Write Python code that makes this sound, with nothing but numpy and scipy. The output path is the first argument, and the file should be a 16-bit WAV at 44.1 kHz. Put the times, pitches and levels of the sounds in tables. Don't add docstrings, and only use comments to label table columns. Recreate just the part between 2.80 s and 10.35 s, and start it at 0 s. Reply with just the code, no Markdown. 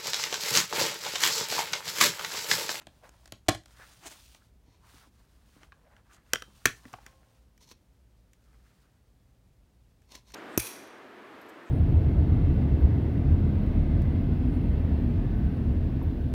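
import sys
import numpy as np
from scipy import signal
from scipy.fft import rfft, irfft
from scipy.io import wavfile

SR = 44100
rng = np.random.default_rng(int(sys.argv[2]) if len(sys.argv) > 2 else 0)


def output_pcm(signal):
    pcm = np.clip(np.atleast_2d(signal).T, -1, 1) * 32767
    wavfile.write(sys.argv[1], SR, np.round(pcm).astype(np.int16))


N = 332955
TIME = np.arange(N) / SR
RING_TIME = TIME[:SR // 3]
CRACK_TIME = TIME[:SR // 20]


def from_db(db):
    return 10 ** (np.asarray(db) / 20)


def rms_one(x):
    return x / np.sqrt(np.mean(x ** 2) + 1e-20)


def at_hz(points, hz):
    f, value = np.transpose(points)
    return np.interp(np.log(hz), np.log(f), value)


def band(x, hz, kind, order=2):
    return signal.sosfilt(signal.butter(order, hz, kind, fs=SR, output="sos"), x + 1e-18)


def coloured(x, colour):
    hz = np.maximum(np.arange(N // 2 + 1) * SR / N, 1)
    return rms_one(irfft(rfft(x) * from_db(at_hz(colour, hz)), N))


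def add(out, s, sound):
    start = int(np.clip(round(s * SR), 0, N - 1))
    out[start:start + len(sound)] += sound[:N - start]


EDGES = np.geomspace(22, 17500, 30)
CENTRES = np.sqrt(EDGES[1:] * EDGES[:-1])
BANK = [signal.butter(2, EDGES[k:k + 2], "band", fs=SR, output="sos") for k in range(len(CENTRES))]


def dying_noise(time, colour, t60s, build_s):
    white = rng.standard_normal((2, len(time)))
    bands = np.array([signal.sosfilt(sos, white[k % 2]) for k, sos in enumerate(BANK)])
    decay = np.exp(-np.log(1000) * time / t60s[:, None])
    bands = bands * decay * (1 - np.exp(-time / build_s))
    gains = np.sqrt(CENTRES / np.sum(bands ** 2, axis=1)) * from_db(at_hz(colour, CENTRES))
    out = gains @ bands
    return out / np.sqrt(np.sum(out ** 2))


def friction(grains_per_s, spread_db, smooth):
    sizes = from_db(spread_db * np.minimum(rng.exponential(1, N), 4)) * rng.choice([-1, 1], N)
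    slips = sizes * (rng.random(N) < grains_per_s / SR)
    return rms_one(slips) + smooth * rng.standard_normal(N)


def unevenness(per_s, spread_db):
    knots = np.arange(0, TIME[-1] + 1, 1 / per_s)
    return from_db(spread_db * np.interp(TIME, knots, rng.standard_normal(len(knots))))


def strokes(grit, rows):
    low = band(grit, 2300, "low")
    top = -band(grit, 4100, "high")
    out = np.zeros(N)
    for s, half, db, treble_db in rows:
        near = abs(TIME - s) < 4 * half
        swell = np.exp(-((TIME[near] - s) / half) ** 2 / 2)
        out[near] += from_db(db) * swell * (low[near] + from_db(treble_db) * top[near])
    return out


def struck(blows, modes, crack, crack_db, crack_t60, bass_hz=750, treble_hz=3000):
    ring = sum((-1) ** k * from_db(db - 60 * RING_TIME / t60) * np.sin(2 * np.pi * hz * RING_TIME)
               for k, (hz, db, t60) in enumerate(modes))
    t60s = crack_t60 * (CENTRES / 2000) ** -.35
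    low, middle, top = np.zeros((3, N))
    for s, db, bass_db, treble_db in blows:
        hit = ring.copy()
        add(hit, 0, from_db(crack_db) * dying_noise(CRACK_TIME, crack, t60s, build_s=.0001))
        add(low, s, from_db(db + bass_db) * hit)
        add(middle, s, from_db(db) * hit)
        add(top, s, from_db(db + treble_db) * hit)
    upper = band(middle, treble_hz, "low") - band(top, treble_hz, "high")
    return band(low, bass_hz, "low") - band(upper, bass_hz, "high")


# frequency_hz, relative_density_db (dB per Hz)
AIR_SPECTRUM = [(22, -24), (42, -6), (60, -1.5), (90, -14), (200, -17.5), (330, -25.5), (560, -29),
                (1100, -36.5), (3500, -43.5), (16000, -50.5)]
# centre_hz, width_hz, level_db
DRONE_BANDS = [(56, 12, -68.5), (113, 18, -72.5)]
AIR_LEVEL_DB = -62


def air():
    drone = np.zeros(N)
    for hz, width, db in DRONE_BANDS:
        hum = band(rng.standard_normal(N + SR), [hz - width / 2, hz + width / 2], "band")
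        drone += from_db(db) * rms_one(hum[SR:])
    return from_db(AIR_LEVEL_DB) * coloured(rng.standard_normal(N), AIR_SPECTRUM) + drone


# start_s, length_s, drag_db, fibre_hiss_db, hollow_pitch_hz
CLOTH_STROKES = [(0.0, 0.61, -71.5, -75, 800), (0.22, 0.09, -63, -76, 815), (0.85, 0.2, -65, -65, 1250),
                 (0.98, 0.105, -60, -68, 1620), (1.003, 0.24, -67, -65.5, 1190),
                 (1.181, 0.23, -62, -60, 1070), (1.293, 0.3, -70.5, -61.5, 1290),
                 (1.494, 0.22, -74, -74.5, 1260), (1.992, 0.31, -63.5, -65, 1240),
                 (2.203, 0.52, -75.5, -79.5, 1200), (2.643, 0.27, -69, -71.5, 1300),
                 (2.832, 0.44, -70.5, -92, 680), (3.065, 0.16, -71, -86, 1240),
                 (3.24, 0.18, -65, -77, 1400), (3.406, 0.28, -66, -74, 1550), (3.5, 0.88, -70, -67.5, 1102),
                 (4.166, 0.16, -68, -77.5, 1080), (4.206, 0.51, -74, -79, 644),
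                 (5.5, 0.73, -75.5, -79.5, 1420)]
# frequency_hz, relative_density_db (dB per Hz)
DRAG_SPECTRUM = [(200, -20), (550, -3), (900, -2.5), (1600, 1.5), (2400, -7), (4000, -16.5), (8000, -33)]
# frequency_hz, relative_density_db (dB per Hz)
FIBRE_SPECTRUM = [(1200, -25.5), (2500, -1), (4000, -0.5), (6300, -3), (8000, -5.5), (9500, -3.5),
                  (10500, -10), (15000, -9.5)]
HOLLOW_RISE_OCTAVES, HOLLOW_WIDTH_OCTAVES, HOLLOW_GAIN = .3, 0.8, .7
SLEEVE_REST_DB = -85.5
SPEED_UP_SHARE, SLOW_DOWN_SHARE = .35, .3


def cloth():
    rub, *grit = [friction(grains_per_s=540, spread_db=3.5, smooth=.8) for _ in range(3)]
    rub = coloured(rub, DRAG_SPECTRUM)
    fibres = coloured(friction(grains_per_s=1500, spread_db=3.0, smooth=1.1), FIBRE_SPECTRUM)
    fibres = fibres * unevenness(per_s=40, spread_db=1.8)
    catching = unevenness(per_s=45, spread_db=3.4)
    pitches = CENTRES[(CENTRES > 400) & (CENTRES < 2800)]
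    hollows = np.array([rms_one(band(grit[k % 2], [hz / 1.12, hz * 1.12], "band"))
                        for k, hz in enumerate(pitches)])
    hollows = hollows * [unevenness(per_s=29, spread_db=3.5) for _ in pitches]
    out = from_db(SLEEVE_REST_DB) * fibres
    for start, length, drag_db, hiss_db, hollow_hz in CLOTH_STROKES:
        during = (TIME >= start) & (TIME < start + length)
        progress = (TIME[during] - start) / length
        speed = np.clip(np.minimum(progress / SPEED_UP_SHARE, (1 - progress) / SLOW_DOWN_SHARE), 0, 1)
        octaves_off = np.log2(pitches / hollow_hz)[:, None] + HOLLOW_RISE_OCTAVES * (1 - speed)
        weights = np.exp(-(octaves_off / HOLLOW_WIDTH_OCTAVES) ** 2)
        hollow = np.sum(hollows[:, during] * weights, axis=0)
        drag = rms_one(rub[during] + HOLLOW_GAIN * hollow) * catching[during]
        out[during] += speed * (from_db(drag_db) * drag + from_db(hiss_db) * fibres[during])
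    return out


# centre_s, half_length_s, level_db, treble_db (relative)
CASE_SCUFFS = [(0.018, 0.011, -52.5, -15), (0.293, 0.0014, -48, -3.5), (0.669, 0.004, -62, -10),
               (1.129, 0.011, -63, 4.5), (1.25, 0.02, -48.5, -10), (1.271, 0.0097, -46.5, 3.5),
               (1.321, 0.0087, -48, -1.5), (2.832, 0.014, -56.5, -24), (3.343, 0.016, -63, 2.5)]
# frequency_hz, relative_density_db (dB per Hz)
SCUFF_SPECTRUM = [(180, -40), (300, -1), (447, -9), (511, -31.5), (603, -5.5), (1300, -8.5), (1690, -9.5),
                  (3030, -9), (5610, -13.5), (6520, -7), (16000, -27)]


def case_scuffs():
    rasp = coloured(friction(grains_per_s=580, spread_db=3.5, smooth=1.0), SCUFF_SPECTRUM)
    return strokes(rasp, CASE_SCUFFS)


HINGE_START_S, HINGE_LENGTH_S, HINGE_TICKS_PER_S = .8, .5, 30
HINGE_START_DB, HINGE_FADE_DB_PER_S, HINGE_SPREAD_DB = -46, 18, 3.0


def hinge(bass_db, treble_db):
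    draws = rng.standard_normal((40, 2))
    times = np.cumsum(np.exp(.5 * draws[:, 0]) / HINGE_TICKS_PER_S)
    levels = HINGE_START_DB - HINGE_FADE_DB_PER_S * times + HINGE_SPREAD_DB * draws[:, 1]
    return [(HINGE_START_S + t, db, bass_db, treble_db)
            for t, db in zip(times, levels) if t < HINGE_LENGTH_S]


# start_s, level_db, bass_db, treble_db (both relative to the level)
CASE_IMPACTS = [(0.0688, -29.5, -6, -4.5), (0.4570, -39, -18, 5), (0.4762, -40.5, -15, 3),
                (0.5218, -30.5, 2.5, 9), (0.6841, -4, -4, -3.5), (0.6870, -3, -1, -3),
                (0.6922, -23.5, -28.5, 17), (0.6936, -6, -28.5, -13), (0.7478, -19, -36, -7),
                (0.7540, -33, -10, 2), (0.8580, -38, -26, 3), (1.5470, -36, -30, -1)]
# frequency_hz, level_db, t60_s
CASE_RINGING = [(112.1, -17, 0.12), (210.5, -19, 0.07), (315, -16.5, 0.051), (613, -12, 0.022),
                (762, -14.5, .016), (1080, -37, 0.14), (1440, -24.5, 0.011), (1700, -26.5, 0.016),
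                (1955, -21.5, 0.02), (2322, -41, 0.1), (3201, -21.5, 0.015), (4150, -21.5, 0.015),
                (5700, -27.5, 0.016)]
# frequency_hz, relative_density_db (dB per Hz)
CASE_CRACK_SPECTRUM = [(150, -0.5), (350, -2), (490, -7), (650, 0), (800, 0), (1050, -4), (1500, 0.5),
                       (2500, -5.5), (4200, -6), (7000, -5), (10000, -11), (15000, -21)]


def case_shell():
    blows = CASE_IMPACTS + hinge(bass_db=-18, treble_db=-1)
    return struck(blows, CASE_RINGING, CASE_CRACK_SPECTRUM, crack_db=4.0, crack_t60=0.02)


# start_s, level_db, pitch_hz
FINGER_TAPS = [(0.997, -50.5, 483), (1.881, -53, 266), (2.141, -53, 280), (2.271, -56, 284),
               (2.765, -49.5, 287), (2.921, -38.5, 1610), (2.9256, -41, 1074), (3.679, -50, 197.3),
               (4.0546, -42, 247), (4.0815, -46, 1820), (4.1380, -29, 1170), (4.1400, -31, 720),
               (4.1855, -39, 820)]
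TAP_ATTACK_S = 0.00049
TAP_CYCLES = 17


def taps():
    out = np.zeros(N)
    attack = 1 - np.exp(-RING_TIME / TAP_ATTACK_S)
    for s, db, hz in FINGER_TAPS:
        rasp = rms_one(band(rng.standard_normal(len(RING_TIME)), [hz / 2, hz * 2], "band"))
        decay = from_db(db - 60 * RING_TIME * hz / TAP_CYCLES)
        add(out, s, decay * attack * (np.sin(2 * np.pi * hz * RING_TIME) + .4 * rasp))
    return out


# centre_s, half_length_s, level_db, treble_db (relative)
RIM_SKIDS = [(1.928, 0.048, -66.5, -9), (4.829, 0.015, -61.5, 3.5), (4.9, 0.02, -62.5, 4.5),
             (4.921, 0.0038, -52.5, 2), (7.315, 0.002, -64, 0), (7.32, 0.0018, -51.5, 0.5),
             (7.346, 0.028, -52.5, -2), (7.354, 0.0023, -44.5, 3), (7.499, 0.024, -62, 0.5),
             (7.544, 0.0031, -36, -3)]
# frequency_hz, width_hz, relative_level_db
HELD_DISC_RESONANCES = [(238.9, 100, -1.5), (452.6, 330, -3), (977, 130, 3.5), (2050, 350, -3.5),
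                        (2580, 500, -3), (3170, 340, -1), (3650, 510, -1), (4370, 250, 2.5),
                        (5200, 390, -0.5), (6200, 1340, -3.5), (9230, 580, -8), (12000, 5200, -17)]


def rim_skids():
    slips = friction(grains_per_s=2300, spread_db=5.0, smooth=1.0)
    rim = sum((-1) ** k * from_db(db) * signal.lfilter(*signal.iirpeak(hz, hz / width, fs=SR), slips)
              for k, (hz, width, db) in enumerate(HELD_DISC_RESONANCES))
    return strokes(rms_one(rim), RIM_SKIDS)


# start_s, level_db, bass_db, treble_db (both relative to the level)
HUB_IMPACTS = [(2.8320, -34, 2, -27), (3.1653, -42, -4, -17), (3.5341, -8.5, 7.5, 3.5),
               (3.5475, -28, 1.5, 2.5), (3.5571, -13, -0.5, -15), (3.6218, -25, 6.5, -5.5)]
# frequency_hz, level_db, t60_s
HUB_RINGING = [(522, -26.5, 0.028), (1235, -22, 0.02), (1562, -12.5, 0.013), (2000, -17.5, 0.022),
               (3087, -14, 0.012), (3150, -37, 0.26), (5700, -9.5, 0.01), (6765, -19, .008)]
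# frequency_hz, relative_density_db (dB per Hz)
HUB_CRACK_SPECTRUM = [(150, -9), (500, -8.5), (950, -8), (1500, 3), (2300, -10.5), (3200, 0.5),
                      (4400, -10.5), (5800, -3), (9000, -8.5), (15000, -12)]


def hub():
    return struck(HUB_IMPACTS, HUB_RINGING, HUB_CRACK_SPECTRUM, crack_db=6.0, crack_t60=0.016)


# start_s, level_db, bass_db, treble_db (both relative to the level)
DISC_IMPACTS = [(3.8554, 0, 0.5, -3), (3.8583, -12.5, 2, 6.5), (3.8690, -24, -4, 6),
                (4.0528, -34.5, 7, -23), (4.1300, -48.5, 24.5, 12), (4.1378, -39, 20, -12),
                (4.2633, -33, 5, -2), (4.7771, -54, -11.5, 6), (4.9125, -44, 18.5, -2),
                (5.5329, -57, -4.5, 12.5), (7.2190, -57.5, -10, 1), (7.3518, -45, 6, -2),
                (7.5040, -49, 7, -1), (7.5200, -49.5, -12, 8)]
# frequency_hz, level_db, t60_s
DISC_RINGING = [(117, -30, .12), (227, -29, .05), (385.1, -23, 0.021), (632.2, -30.5, 0.013),
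                (1130, -25, 0.027), (1440, -12.5, 0.01), (1850, -13, 0.016), (2316, -24.5, .05),
                (3010, -34.5, .06), (3380, -36, .06), (4730, -39.5, .08), (5627, -20.5, .03),
                (6290, -26.5, 0.029), (7000, -22.5, 0.013), (7150, -17.5, 0.013), (7900, -22, 0.012)]
# frequency_hz, relative_density_db (dB per Hz)
DISC_CRACK_SPECTRUM = [(150, -4), (450, -9), (950, -13), (1350, 1), (2200, 1), (3000, -4.5), (4300, -13),
                       (5800, -2.5), (7200, -.5), (9300, -13.5), (11500, -9), (15000, -11.5)]


def disc():
    return struck(DISC_IMPACTS, DISC_RINGING, DISC_CRACK_SPECTRUM, crack_db=7, crack_t60=0.022)


# frequency_hz, level_db, t60_s
FREE_DISC_RINGING = [(528, -68, 1.7), (1070, -67, 1.0)]
LIFT_S = 4.264


def free_disc():
    out = np.zeros(N)
    hum = sum(from_db(db - 60 * TIME / t60) * np.sin(2 * np.pi * hz * TIME)
              for hz, db, t60 in FREE_DISC_RINGING)
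    add(out, LIFT_S, hum)
    return out


# frequency_hz, t60_s
ROOM_DECAY = [(100, 0.15), (500, 0.19), (2000, 0.18), (6000, 0.23), (15000, .22)]
# frequency_hz, relative_level_db
ROOM_SPECTRUM = [(100, 0), (400, -1.5), (1000, -2), (1700, -1.5), (2600, 1.5), (4500, -0.5), (6500, -4.5),
                 (10000, -5), (15000, -9.5)]


def room(x, wet_db, first_echo_s):
    tail = dying_noise(RING_TIME, ROOM_SPECTRUM, at_hz(ROOM_DECAY, CENTRES), build_s=.003)
    out = np.zeros(N)
    add(out, first_echo_s, from_db(wet_db) * signal.oaconvolve(x, tail)[:N])
    return out


def scene():
    case_sound = case_shell()
    hub_sound = hub()
    disc_sound = disc() + free_disc()
    fingers = case_scuffs() + rim_skids() + taps()
    to_walls = from_db(2.5) * case_sound + from_db(-4.5) * hub_sound + disc_sound + fingers
    echoes = room(to_walls, wet_db=-17.0, first_echo_s=.006)
    return (case_sound + hub_sound + disc_sound + fingers + echoes + cloth() + air())[None]


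CUTOFF_HZ = 15800


def record(dry):
    top_cut = signal.ellip(10, .1, 80, CUTOFF_HZ, fs=SR, output="sos")
    return signal.sosfilt(top_cut, band(dry, 35, "high"))


dry = scene()
out = record(dry)
output_pcm(out)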